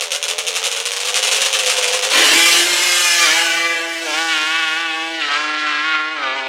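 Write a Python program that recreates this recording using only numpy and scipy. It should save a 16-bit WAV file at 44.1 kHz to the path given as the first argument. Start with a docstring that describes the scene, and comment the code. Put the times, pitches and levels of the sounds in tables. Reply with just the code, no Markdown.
"""A two-cylinder mini dragster waits at the starting line, held against its rev limiter.
Weak firings patter and make the pipe hoot, while unburnt fuel lights in the pipes with sharp bangs.
After about two seconds it launches, and its exhaust pulses merge into a harsh roar as it sweeps past.
Soft puffs of wind brush by as it howls away down the strip, its revs sagging at each shift.
Far off, the paired firing pulses stand clear, with an echo off the trees."""
import sys
import numpy as np
from scipy import signal
from scipy.fft import rfft, irfft
from scipy.io import wavfile
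from scipy.ndimage import uniform_filter1d, minimum_filter1d, map_coordinates

SR = 44100
rng = np.random.default_rng(int(sys.argv[2]) if len(sys.argv) > 2 else 0)


def write(x):
    x = np.atleast_2d(x).T
    wavfile.write(sys.argv[1], SR, np.round(np.clip(x, -1, 1) * 32767).astype(np.int16))


N = 285768
TIME = np.arange(N) / SR
LAUNCH_S = 2.11


def amp(db):
    """Turns decibels into a number to multiply by."""
    return 10 ** (np.asarray(db) / 20)


def unit(x):
    """Scales a signal to an average power of 1."""
    return x / np.sqrt(np.mean(x ** 2) + 1e-20)


def curves(rows):
    """Joins a table's rows with straight lines: one curve for each column after the time."""
    seconds, *columns = np.transpose(rows)
    return [np.interp(TIME, seconds, column) for column in columns]


def wander(rate_hz):
    """A smooth random wobble, about 1 in size and mostly slower than rate_hz."""
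    hz = np.fft.rfftfreq(N, 1 / SR)
    return unit(irfft(rfft(rng.standard_normal(N)) / (1 + (hz / rate_hz) ** 4), N))


def butter(order, hz, kind="low"):
    """Designs a filter that keeps the lows, the highs or a band."""
    return signal.butter(order, hz, kind, fs=SR, output="sos")


def colour(x, points, causal=1, size=4096):
    """Shapes the tone by (Hz, relative dB) points; causal=1 keeps attacks sharp, 0 smears both ways."""
    point_hz, db = np.transpose(points)
    hz = abs(np.fft.fftfreq(size, 1 / SR))
    curve_db = np.interp(np.log(hz + 1), np.log(point_hz + 1), db)
    log_gain = np.log(amp(np.maximum(curve_db, -100)))
    phase = -causal * signal.hilbert(log_gain).imag
    taps = np.fft.fftshift(np.fft.ifft(np.exp(log_gain + 1j * phase)).real)
    return signal.oaconvolve(x, taps / np.linalg.norm(taps))[size // 2:][:N]


def steady(x, size=3000):
    """Evens out the loudness, holding the short-term power near 1."""
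    power = uniform_filter1d(uniform_filter1d(x ** 2, size), size // 2)
    return x / np.sqrt(abs(power) + 1e-14)


def clicks(times, heights, reach=8):
    """Clean clicks at exact times, even between samples."""
    at = times[:, None] * SR
    index = np.floor(at).astype(int) + np.arange(1 - reach, reach + 1)
    shape = np.sinc(index - at) * np.cos(np.pi * (index - at) / (2 * reach)) ** 2
    return np.bincount(np.clip(index, 0, N).ravel(), (heights[:, None] * shape).ravel(), N + 1)[:N]


def firings(speed_hz, stagger, most=2400):
    """Each firing's time, cylinder (0 or 1), random slip in timing and random punch in strength."""
    cycles = np.cumsum(speed_hz) / SR
    whole = np.arange(int(cycles[-1]))
    first = np.interp(whole, cycles, TIME)
    second = np.interp(whole, cycles - stagger, TIME)  # trails by a share of a cycle
    times = np.ravel([first, second], "F")
    slip, punch = rng.standard_normal((2, most))[:, :len(times)]
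    return times, np.arange(len(times)) % 2, slip, punch


def puffs(pulses, decay_s):
    """A puff of swirling gas after each pulse, with the same energy as the pulse."""
    decay = np.exp(-2 / (decay_s * SR))
    power = signal.lfilter([1 - decay], [1, -decay], pulses ** 2)
    return np.sqrt(power) * rng.standard_normal(N)


def scatter(x, t60, delay_s, drift_hz, count=3):
    """Many small echoes that fall 60 dB in t60 seconds; their pattern drifts as things move."""
    age = np.arange(SR // 2) / SR
    out, start = np.zeros(N), rng.random()
    for k in range(count):
        sparse = rng.standard_normal(len(age)) * (rng.random(len(age)) < .1)
        echoes = sparse * amp(-60 * age / t60) * (age > delay_s)
        fade = np.cos(np.pi * (drift_hz * TIME + start + k / count)) * np.sqrt(2 / count)
        out += fade * signal.oaconvolve(x, echoes / np.linalg.norm(echoes))[:N]
    return out


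# The revs kick up and coast on the line. Each row: time in seconds, engine cycles per second.
IDLE_SPEED = [(.04, 86), (.11, 81), (.2, 83), (.28, 82), (.32, 88), (.37, 85), (.42, 89), (.45, 87),
              (.5, 90.5), (.54, 88), (.6, 91), (.65, 88.5), (.7, 93.5), (.83, 93), (.88, 96.5), (1.02, 96),
              (1.08, 101), (1.13, 99), (1.18, 105), (1.24, 102.5), (1.4, 108), (1.6, 106), (1.66, 100),
              (1.73, 104), (1.79, 101), (1.88, 98.5), (1.96, 103), (2.01, 100), (2.07, 105)]
# The sound between the bangs. Each row: time in seconds, patter level in dB, hoot level in dB.
IDLE_LEVELS = [(0.1, -30, -37.5), (.21, -33, -37.5), (.29, -27, -36), (.36, -29, -33), (.45, -30, -33.5),
               (.65, -25, -38), (.84, -29.5, -39), (1.0, -27, -36), (1.28, -22, -33), (1.6, -23.5, -33),
               (1.81, -22, -27.5), (1.94, -23, -27.5), (2.0, -23.5, -29.5), (2.1, -22.5, -28)]
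# The tone of the patter and of the pipe's hoot. Each row: frequency in Hz, relative level in dB.
PATTER_COLOUR = [(100, -58), (206, -28.5), (358, -37), (420, -2.5), (510, -10), (610, -12), (730, -3),
                 (3000, -2.5), (7000, -9.5), (9600, -20), (13000, -30), (16000, -33)]
HOOT_COLOUR = [(100, -42.5), (200, -25.5), (340, -32.5), (410, -14), (500, 2), (585, 3.5), (660, -12),
               (730, -2), (830, -9.5), (1050, -12), (2000, -48)]

def idle():
    """Weak, uneven firings tick between the bangs and make the pipe hoot over a faint hum."""
    speed_hz = curves(IDLE_SPEED)[0]
    patter_db, hoot_db = curves(IDLE_LEVELS)
    times, cylinder, slip, punch = firings(speed_hz, stagger=.42)
    pulses = clicks(times + .00013 * slip, amp(2.7 * punch - 6 * cylinder))
    bounced = pulses + np.roll(pulses, round(.00032 * SR))
    patter = steady(colour(bounced + amp(-1) * puffs(pulses, decay_s=.007), PATTER_COLOUR))
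    breaths = clicks(times + .00006 * slip, amp(1.5 * punch - 6 * cylinder))
    throb = amp(1.5 * wander(rate_hz=20.6))
    hoot = steady(colour(breaths, HOOT_COLOUR)) * throb
    hum = amp(-29.5) * np.sin(4 * np.pi * np.cumsum(speed_hz) / SR)
    fade_out = np.clip((LAUNCH_S + .15 - TIME) / .031, 0, 1)
    return fade_out * (amp(patter_db) * patter + amp(hoot_db) * (hoot + hum))


# Fuel lighting in the pipes. Each row: start in seconds, crack level and flame level in relative dB.
BANGS = [(0.0092, 0, -20.5), (0.0225, -4, -21.5), (0.1087, -10, -27), (0.1188, 0.5, -19), (0.1324, -2, -25),
         (0.1496, -3, -25), (0.162, -1, -31), (0.228, 1, -23.5), (0.2403, 1, -25), (0.254, -6, -29),
         (0.2824, -2, -20), (0.2881, -18, -25), (0.301, -1, -27), (0.312, -0.5, -39), (0.3825, -1.5, -21),
         (0.389, 0, -29), (0.3935, -3, -29), (0.4405, -16, -48), (0.4525, -14, -43), (0.4679, -2, -31),
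         (0.4734, -3, -21.5), (0.4787, -3, -22.5), (0.4843, 1, -33), (0.509, -13, -41), (0.53, -9, -35),
         (0.542, -7, -31), (0.553, -4, -32), (0.5573, -2, -24), (0.563, 0, -22), (0.5683, 0, -23.5),
         (0.6392, -3, -19), (0.644, -5, -21.5), (0.6515, -6, -29), (0.6572, -3.0, -22), (0.6678, 8, -28),
         (0.7154, -1.5, -24), (0.7264, -2.5, -24), (0.764, -3, -20), (0.775, -10, -35), (0.8017, -0.5, -25),
         (0.8548, -0.5, -21.5), (0.8607, -4, -23), (0.8715, -4.0, -36), (0.9184, -1, -23.5),
         (0.9292, -6, -24.5), (0.965, -5, -22), (1.0023, -4, -20.5), (1.0487, -8, -19.5), (1.0735, -1, -23),
         (1.084, -9, -20.5), (1.1432, 4, -17), (1.1535, -10, -15), (1.1581, 6, -20), (1.1637, -6, -24),
         (1.1678, -12, -26), (1.1773, -17, -20), (1.2282, 0, -14), (1.2388, 4, -24), (1.2488, 0, -23),
         (1.2718, 1, -17), (1.2762, 1, -26), (1.314, 3, -16), (1.324, 0, -27), (1.3294, -4, -20),
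         (1.348, -2.0, -18), (1.3524, -11, -27), (1.358, -8, -27), (1.3608, -7, -17.5), (1.4085, -1, -19),
         (1.4175, 6, -14), (1.427, -7, -31), (1.437, -5, -28), (1.4506, 1, -26), (1.454, -7, -18),
         (1.4589, -7, -20), (1.4637, -8, -23), (1.5291, 2, -18), (1.5376, 4, -20), (1.5473, -2.0, -27),
         (1.5567, -7, -22), (1.5888, 1, -16.5), (1.6054, -10, -35), (1.6333, -4, -22.5), (1.6614, 4, -15.5),
         (1.6711, -3, -17), (1.6956, -9, -14), (1.7, -3, -20), (1.7056, -1, -20), (1.7154, -6, -25),
         (1.7677, -2, -18), (1.7766, -8, -18), (1.827, -4, -16.5), (1.8296, -3, -29), (1.8432, -2, -23),
         (1.8772, -4, -16.5), (1.9237, -11, -19.5), (1.9335, -6, -17.5), (1.9481, -3, -20.5),
         (1.9577, -13, -21.5), (2.025, -5, -17), (2.036, -3, -16.5), (2.1016, -9, -18)]
# The tone of a bang. Each row: frequency in Hz, relative level in dB.
BANG_COLOUR = [(59, -44), (100, -53), (206, -34.5), (358, -23.5), (406, -19), (502, 0), (608, -10),
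               (721, -9.5), (930, -14), (1200, -6), (1800, -6.5), (2800, -1.5), (6990, -6.5), (9610, -11),
               (16000, -36.5)]

def backfires(flame_rise_s=.0014, flame_decay_s=.014):
    """Sharp cracks, each doubled by its bounce off the asphalt and followed by a dying rush of flame."""
    starts, crack_db, flame_db = np.transpose(BANGS)
    heights = amp(crack_db + 2)
    cracks = -clicks(starts, heights) - clicks(starts + .00032, heights)
    age = np.arange(SR // 10) / SR
    rush = (1 - np.exp(-age / flame_rise_s)) * np.exp(-age / flame_decay_s)
    flame_power = abs(signal.oaconvolve(clicks(starts, amp(flame_db + 1) ** 2), rush)[:N])
    crackle = rng.standard_normal(N) * amp(4 * wander(rate_hz=900))
    direct = cracks + np.sqrt(flame_power) * unit(crackle)
    echoes = scatter(direct, t60=.075, delay_s=.0009, drift_hz=3.76)
    return colour(direct + amp(-5) * echoes, BANG_COLOUR)


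# The tone of the rumble. Each row: frequency in Hz, relative level in dB.
RUMBLE_COLOUR = [(20, -14), (60, -11), (130, -8.5), (170, -6), (240, 1), (500, -23), (2000, -82)]

def rumble(engine, loudest_db=-48, still_air_db=-100):
    """A faint, low noise that swells with the engine's high rasp."""
    rasp = signal.sosfilt(butter(2, 5000, "high"), engine)
    swell = np.sqrt(abs(uniform_filter1d(rasp ** 2, size=700)))
    level = amp(loudest_db) * (swell / swell.max()) ** 1.4 + amp(still_air_db)
    return level * unit(colour(rng.standard_normal(N), RUMBLE_COLOUR))


def exhaust_pulses(speed_hz, roughness):
    """Paired pulses with puffs of gas; the second cylinder trails further when the revs sag."""
    stagger = .437 + .001 * (160 - speed_hz) + .0025 * wander(rate_hz=35)
    times, cylinder, slip, punch = firings(speed_hz, stagger)
    uneven = np.interp(times, TIME, roughness)
    pulses = clicks(times + .000077 * uneven * slip, amp(3.3 * uneven * punch - cylinder))
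    gas = signal.sosfilt(butter(3, 420, "high"), puffs(pulses, decay_s=.011))
    hiss = signal.sosfilt(butter(4, 4500, "high"), puffs(pulses, decay_s=.002))
    return (1 - roughness) * pulses + roughness * gas + amp(4.5) * hiss


def trackside_echoes(x, scattered, t60=.069, drift_hz=4, count=6):
    """Short waves bounce off people and track in echoes that come and go; long waves slip past."""
    long_waves = signal.sosfiltfilt(butter(2, 480), x)
    short_waves = x - long_waves
    age, bounced = np.arange(SR // 8) / SR, np.zeros(N)
    for k in range(count):
        echoes = rng.standard_normal(len(age)) * amp(-60 * age / t60) * (age > .0007)
        fade_hz = drift_hz * (k + .5) / count
        fade = np.cos(2 * np.pi * (fade_hz * TIME + rng.random())) * np.sqrt(2 / count)
        bounced += fade * signal.oaconvolve(short_waves, echoes / np.linalg.norm(echoes))[:N]
    return long_waves + np.sqrt(1 - scattered ** 2) * short_waves + scattered * bounced


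# The echo lags most as the car passes. Each row: time in seconds, delay in seconds, level in dB.
BARRIER_ECHO = [(2.1, .011, -8), (2.45, .012, -7), (2.65, .0145, -3), (2.9, .023, -11), (3.15, .024, -12),
                (3.4, .016, -8), (3.6, .0125, -6), (3.9, .0095, -7), (4.2, .0075, -20), (5.0, .005, -26),
                (6.48, .003, -24)]

def barrier_echo(x):
    """A concrete barrier's echo: its changing delay bends its pitch, so it beats with the direct sound."""
    delay_s, db = curves(BARRIER_ECHO)
    read_at = np.arange(N) - SR * uniform_filter1d(delay_s, size=6000)
    return amp(db) * map_coordinates(x, [read_at], order=3)


# The exhaust's tone from four viewpoints. Each row: frequency in Hz, relative level in dB.
FROM_FRONT = [(35, -57), (60, -66), (250, -13.5), (338, -8.5), (389, -12), (503, -11.5), (924, -11.5),
              (1040, -5.5), (1250, -9.5), (1550, -6.5), (3040, -2), (4320, -15), (8920, -24.5),
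              (14900, -40.5), (16000, -47)]
FROM_BEHIND = [(59, -62), (100, -74), (271, -15), (328, -18), (415, -4), (676, 4.5), (820, -1), (1000, -5),
               (1170, -5.5), (1650, -1.5), (2300, 0.5), (2900, 1), (4110, -12), (7140, -18.5), (16000, -41)]
DOWN_STRIP = [(100, -50), (165, -26.5), (250, -27), (325, -0.5), (480, -2), (650, -1), (810, 5),
              (1130, 5.5), (1460, 10.5), (1750, 7), (1950, 4), (2300, 7), (2900, 5.5), (3400, 2.5),
              (4200, -7), (8000, -19.5), (15500, -43)]
FAR_OFF = [(100, -67), (160, -37.5), (230, -34), (300, -8.5), (470, -4), (620, -4), (780, -2), (920, -4),
           (1080, 2), (1420, 7), (1700, 2), (2000, 3), (2800, 1), (4200, -8.5), (8000, -28.5), (15000, -62)]
# When each of those tones is heard alone. Each row: start in seconds, end in seconds.
VIEW_TIMES = [(2.0, 3.0), (3.25, 3.95), (4.15, 5.1), (5.3, 6.5)]

def passing_tone(x):
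    """One tone blends into the next as the car's angle and distance change."""
    views = [FROM_FRONT, FROM_BEHIND, DOWN_STRIP, FAR_OFF]
    out = np.zeros(N)
    for chosen, points in zip(np.eye(len(views)), views):
        share = np.interp(TIME, np.ravel(VIEW_TIMES), np.repeat(chosen, 2))
        out += share * colour(x, points, causal=.55)
    return out


# The borders in Hz between five bands, from low to high: boom, drone, body, bark and rasp.
BAND_EDGES_HZ = [400, 950, 2000, 4200]
# The exhaust's lowest band. Each row: time in seconds, boom level in dB.
BOOM_LEVEL = [(2.11, -44), (2.18, -24), (2.29, -33.5), (2.35, -19.5), (2.51, -38), (2.56, -28), (3.11, -47),
              (3.19, -35.5), (4.28, -36), (4.69, -42), (5.16, -34), (5.33, -45.5), (5.47, -36),
              (6.48, -42.5)]
# Its other bands. Each row: time in seconds, then the drone, body, bark and rasp levels in dB.
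UPPER_LEVELS = [(2.13, -26.5, -20, -15, -19), (2.53, -27.5, -21, -12.5, -13.5),
                (2.67, -31.5, -26.5, -20.5, -20.5), (3.17, -33, -24, -18, -17),
                (3.23, -31, -18.5, -16, -17), (3.83, -32.5, -26, -25.5, -34),
                (3.88, -31, -27.5, -29.5, -34), (3.95, -38, -29, -28, -33.5), (4.06, -28.5, -31, -28, -31),
                (4.12, -28.5, -28, -23.5, -27.5), (4.19, -28, -22, -21.5, -27),
                (4.26, -29, -23.5, -28.5, -28.5), (4.31, -34, -22, -18.5, -28.5),
                (4.49, -36, -23, -22.5, -31), (4.55, -36.5, -21, -19.5, -32.5), (4.82, -35, -24, -24, -35),
                (4.84, -36.5, -23.5, -24.5, -39), (4.94, -31.5, -30, -22.5, -38),
                (4.98, -32, -25, -29, -38), (5.0, -32, -27, -24, -37), (5.12, -31.5, -34, -28.5, -39),
                (5.14, -34, -34, -25.5, -38), (5.17, -34, -32, -27, -37), (5.19, -33, -29, -29, -39),
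                (5.22, -37, -27, -18, -34.5), (5.26, -40, -26, -25, -34.5), (5.29, -34, -23, -25, -34.5),
                (5.34, -32.5, -19, -20, -30), (5.42, -35, -23.5, -26.5, -33.5),
                (5.57, -35, -23, -25.5, -38.5), (5.6, -44, -25.5, -24.5, -34.5),
                (5.65, -33, -19.5, -27, -37), (5.68, -38, -21, -23, -35.5), (5.84, -42, -21.5, -25, -37.5),
                (5.95, -37.5, -17.5, -21, -39), (6.01, -38, -21, -28.5, -42),
                (6.15, -38, -28, -29.5, -44.5), (6.22, -33, -23, -29.5, -42),
                (6.24, -30, -21.5, -25.5, -40), (6.33, -30, -25.5, -25, -44), (6.36, -30, -26, -29, -41),
                (6.39, -31, -28, -25, -40), (6.42, -31, -27, -30.5, -43), (6.46, -29, -33, -26.5, -45)]

def passing_loudness(x):
    """Each band of the exhaust rises and falls on its own as the car turns and moves away."""
    below = [signal.sosfiltfilt(butter(6, hz), x, padtype="even") for hz in BAND_EDGES_HZ]
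    bands = np.diff([np.zeros(N), *below, x], axis=0)
    levels_db = curves(BOOM_LEVEL) + curves(UPPER_LEVELS)
    return sum(amp(db) * steady(band) for db, band in zip(levels_db, bands))


# The revs sag at each shift and surge as the drive slips and grips.
# Each row: time in seconds, engine cycles per second as heard.
RUN_SPEED = [(2.12, 140.2), (2.16, 153.0), (2.195, 172.3), (2.23, 152.0), (2.275, 138.5), (2.32, 152.4),
             (2.37, 166.1), (2.44, 170.8), (2.55, 170.8), (2.7, 176.7), (2.9, 177.6), (3.03, 176.5),
             (3.1, 172.6), (3.22, 170.9), (3.25, 168.0), (3.275, 152.6), (3.33, 162.3), (3.41, 168.4),
             (3.48, 165.6), (3.7, 167.8), (3.8, 165.2), (3.9, 166.6), (4.05, 164.1), (4.08, 153.2),
             (4.125, 149.1), (4.16, 157.0), (4.21, 163.5), (4.26, 164.8), (4.32, 161.5), (4.37, 154.8),
             (4.42, 153.5), (4.48, 157.3), (4.57, 164.6), (4.64, 160.8), (4.69, 157.3), (4.75, 159.8),
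             (4.81, 166.7), (4.86, 164.3), (4.92, 159.6), (5.03, 162.3), (5.12, 164.2), (5.19, 162.1),
             (5.22, 150.8), (5.29, 141.7), (5.34, 144.0), (5.39, 150.3), (5.47, 152.4), (5.62, 152.2),
             (5.78, 148.4), (5.82, 150.2), (5.87, 159.3), (5.92, 156.6), (5.98, 153.9), (6.08, 155.4),
             (6.14, 158.8), (6.18, 147.3), (6.27, 131.3), (6.32, 130.8), (6.38, 136.5), (6.42, 131.8),
             (6.48, 132.3)]
# How ragged the roar is. Each row: time in seconds, roughness (0 to 1), scattered sound (0 to 1).
RUN_TEXTURE = [(2.1, .68, .9), (2.3, .62, .9), (2.44, .34, .9), (2.72, .56, .85), (2.9, .38, .85),
               (3.2, .32, .85), (3.3, .3, .85), (3.45, .22, .85), (3.85, .15, .85), (4.06, .24, .8),
               (4.2, .08, .2), (4.38, .15, .2), (4.56, .04, .1), (4.73, .13, .2), (4.85, .08, .25),
               (5.15, .1, .6), (5.24, .28, .6), (5.6, .22, .3), (5.76, .3, .3), (5.87, .1, .15),
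               (5.96, .24, .2), (6.08, .1, .35), (6.2, .22, .6), (6.48, .16, .65)]

def full_throttle(shudder_hz=24):
    """The run down the strip: the shuddering engine's exhaust, its echoes and its singing notes."""
    shudder = np.sin(2 * np.pi * shudder_hz * TIME + 2 * wander(rate_hz=4.27))
    speed_hz = curves(RUN_SPEED)[0] * (1 + .0025 * wander(rate_hz=30) + .0045 * shudder)
    roughness, scattered = curves(RUN_TEXTURE)
    exhaust = trackside_echoes(exhaust_pulses(speed_hz, roughness), scattered)
    exhaust += barrier_echo(exhaust)
    exhaust += amp(-11.5) * scatter(exhaust, t60=1.0, delay_s=.028, drift_hz=1.24)  # the trees answer
    roar = passing_loudness(passing_tone(exhaust))
    fade_in = np.clip((TIME - LAUNCH_S + .0077) / .033, 0, 1)
    return fade_in * amp(.5 * shudder) * roar + singing(speed_hz)


# Engine overtones that sing out.
# Each row: start in seconds, end in seconds, vibrations per engine cycle, level in dB.
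SINGING_NOTES = [(2.14, 2.24, 2, -26), (2.28, 2.42, 2, -27), (2.38, 2.62, 18, -20), (2.36, 2.58, 20, -25),
                 (2.34, 2.45, 22, -25), (2.37, 2.58, 14, -27), (2.36, 2.6, 12, -28), (2.62, 3.05, 12, -24),
                 (2.72, 3.03, 19, -29), (2.62, 3.0, 9, -28), (2.9, 3.25, 10, -26), (3.2, 3.5, 13, -27),
                 (3.3, 3.86, 14, -27), (3.33, 3.8, 7, -28)]

def singing(speed_hz):
    """Single overtones catch a resonance: each one swells, wavers and fades."""
    cycles = np.cumsum(speed_hz) / SR
    waver, out = wander(rate_hz=38), np.zeros(N)
    for k, (start, end, multiple, db) in enumerate(SINGING_NOTES):
        progress = np.clip((TIME - start) / (end - start), 0, 1)
        swell = np.sqrt(abs(np.sin(np.pi * progress)))
        own_waver = np.roll(waver, k * SR // 3)
        level = amp(db + 3.5 * np.roll(own_waver, SR))
        out += level * swell * np.sin(2 * np.pi * multiple * cycles + .45 * own_waver)
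    return out


# Gusts of wind. Each row: time of the peak in seconds, fade time in seconds, level in dB.
GUSTS = [(2.55, .2, -56), (3.3, .15, -55), (3.57, .05, -51), (4.7, .15, -59)]

def wind():
    """Moving air brushes the microphone in soft, low puffs."""
    strength = sum(amp(db) * np.exp(-((TIME - peak_s) / fade_s) ** 2) for peak_s, fade_s, db in GUSTS)
    return strength * unit(signal.sosfilt(butter(2, [145, 200], "band"), rng.standard_normal(N)))


# How much the two ears differ, by pitch. Each row: frequency in Hz, relative level in dB.
WIDTH_BY_PITCH = [(20, -61), (1000, -91), (2500, -50), (5000, -24.5), (9000, -27), (14000, -11)]
# The sound is widest as the car sweeps past. Each row: time in seconds, added width in dB.
WIDTH_BY_TIME = [(0, 3.5), (2.0, -7), (2.4, -21), (2.92, 15), (3.3, -27), (6.48, -22)]

def stereo_spread(x):
    """Very short echoes make the treble differ between the ears."""
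    hz, db = np.transpose(WIDTH_BY_PITCH)
    treble_gain = amp(np.interp(np.fft.rfftfreq(N, 1 / SR), hz, db))
    echoes = scatter(x, t60=.029, delay_s=.0001, drift_hz=2.36) * amp(curves(WIDTH_BY_TIME)[0])
    return irfft(rfft(echoes) * treble_gain, N)


def scene():
    """Mixes the engine, the wind and the rumble for the left and right ears."""
    engine = backfires() + idle() + full_throttle()
    middle = engine + wind() + rumble(engine)
    side = stereo_spread(middle)
    return np.array([middle + side, middle - side])


def record(dry):
    """Briefly turns down the loudest peaks, then cuts the very highest treble."""
    ceiling, cutoff_hz = .9, 16050
    safe_gain = ceiling / np.maximum(abs(dry).max(0), ceiling)
    smooth_gain = uniform_filter1d(minimum_filter1d(safe_gain, size=301), size=301)
    treble_cut = signal.firwin(511, cutoff_hz, window=("kaiser", 9), fs=SR)
    return signal.oaconvolve(dry * smooth_gain, treble_cut[None], "same")


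dry = scene()
out = record(dry)
write(out)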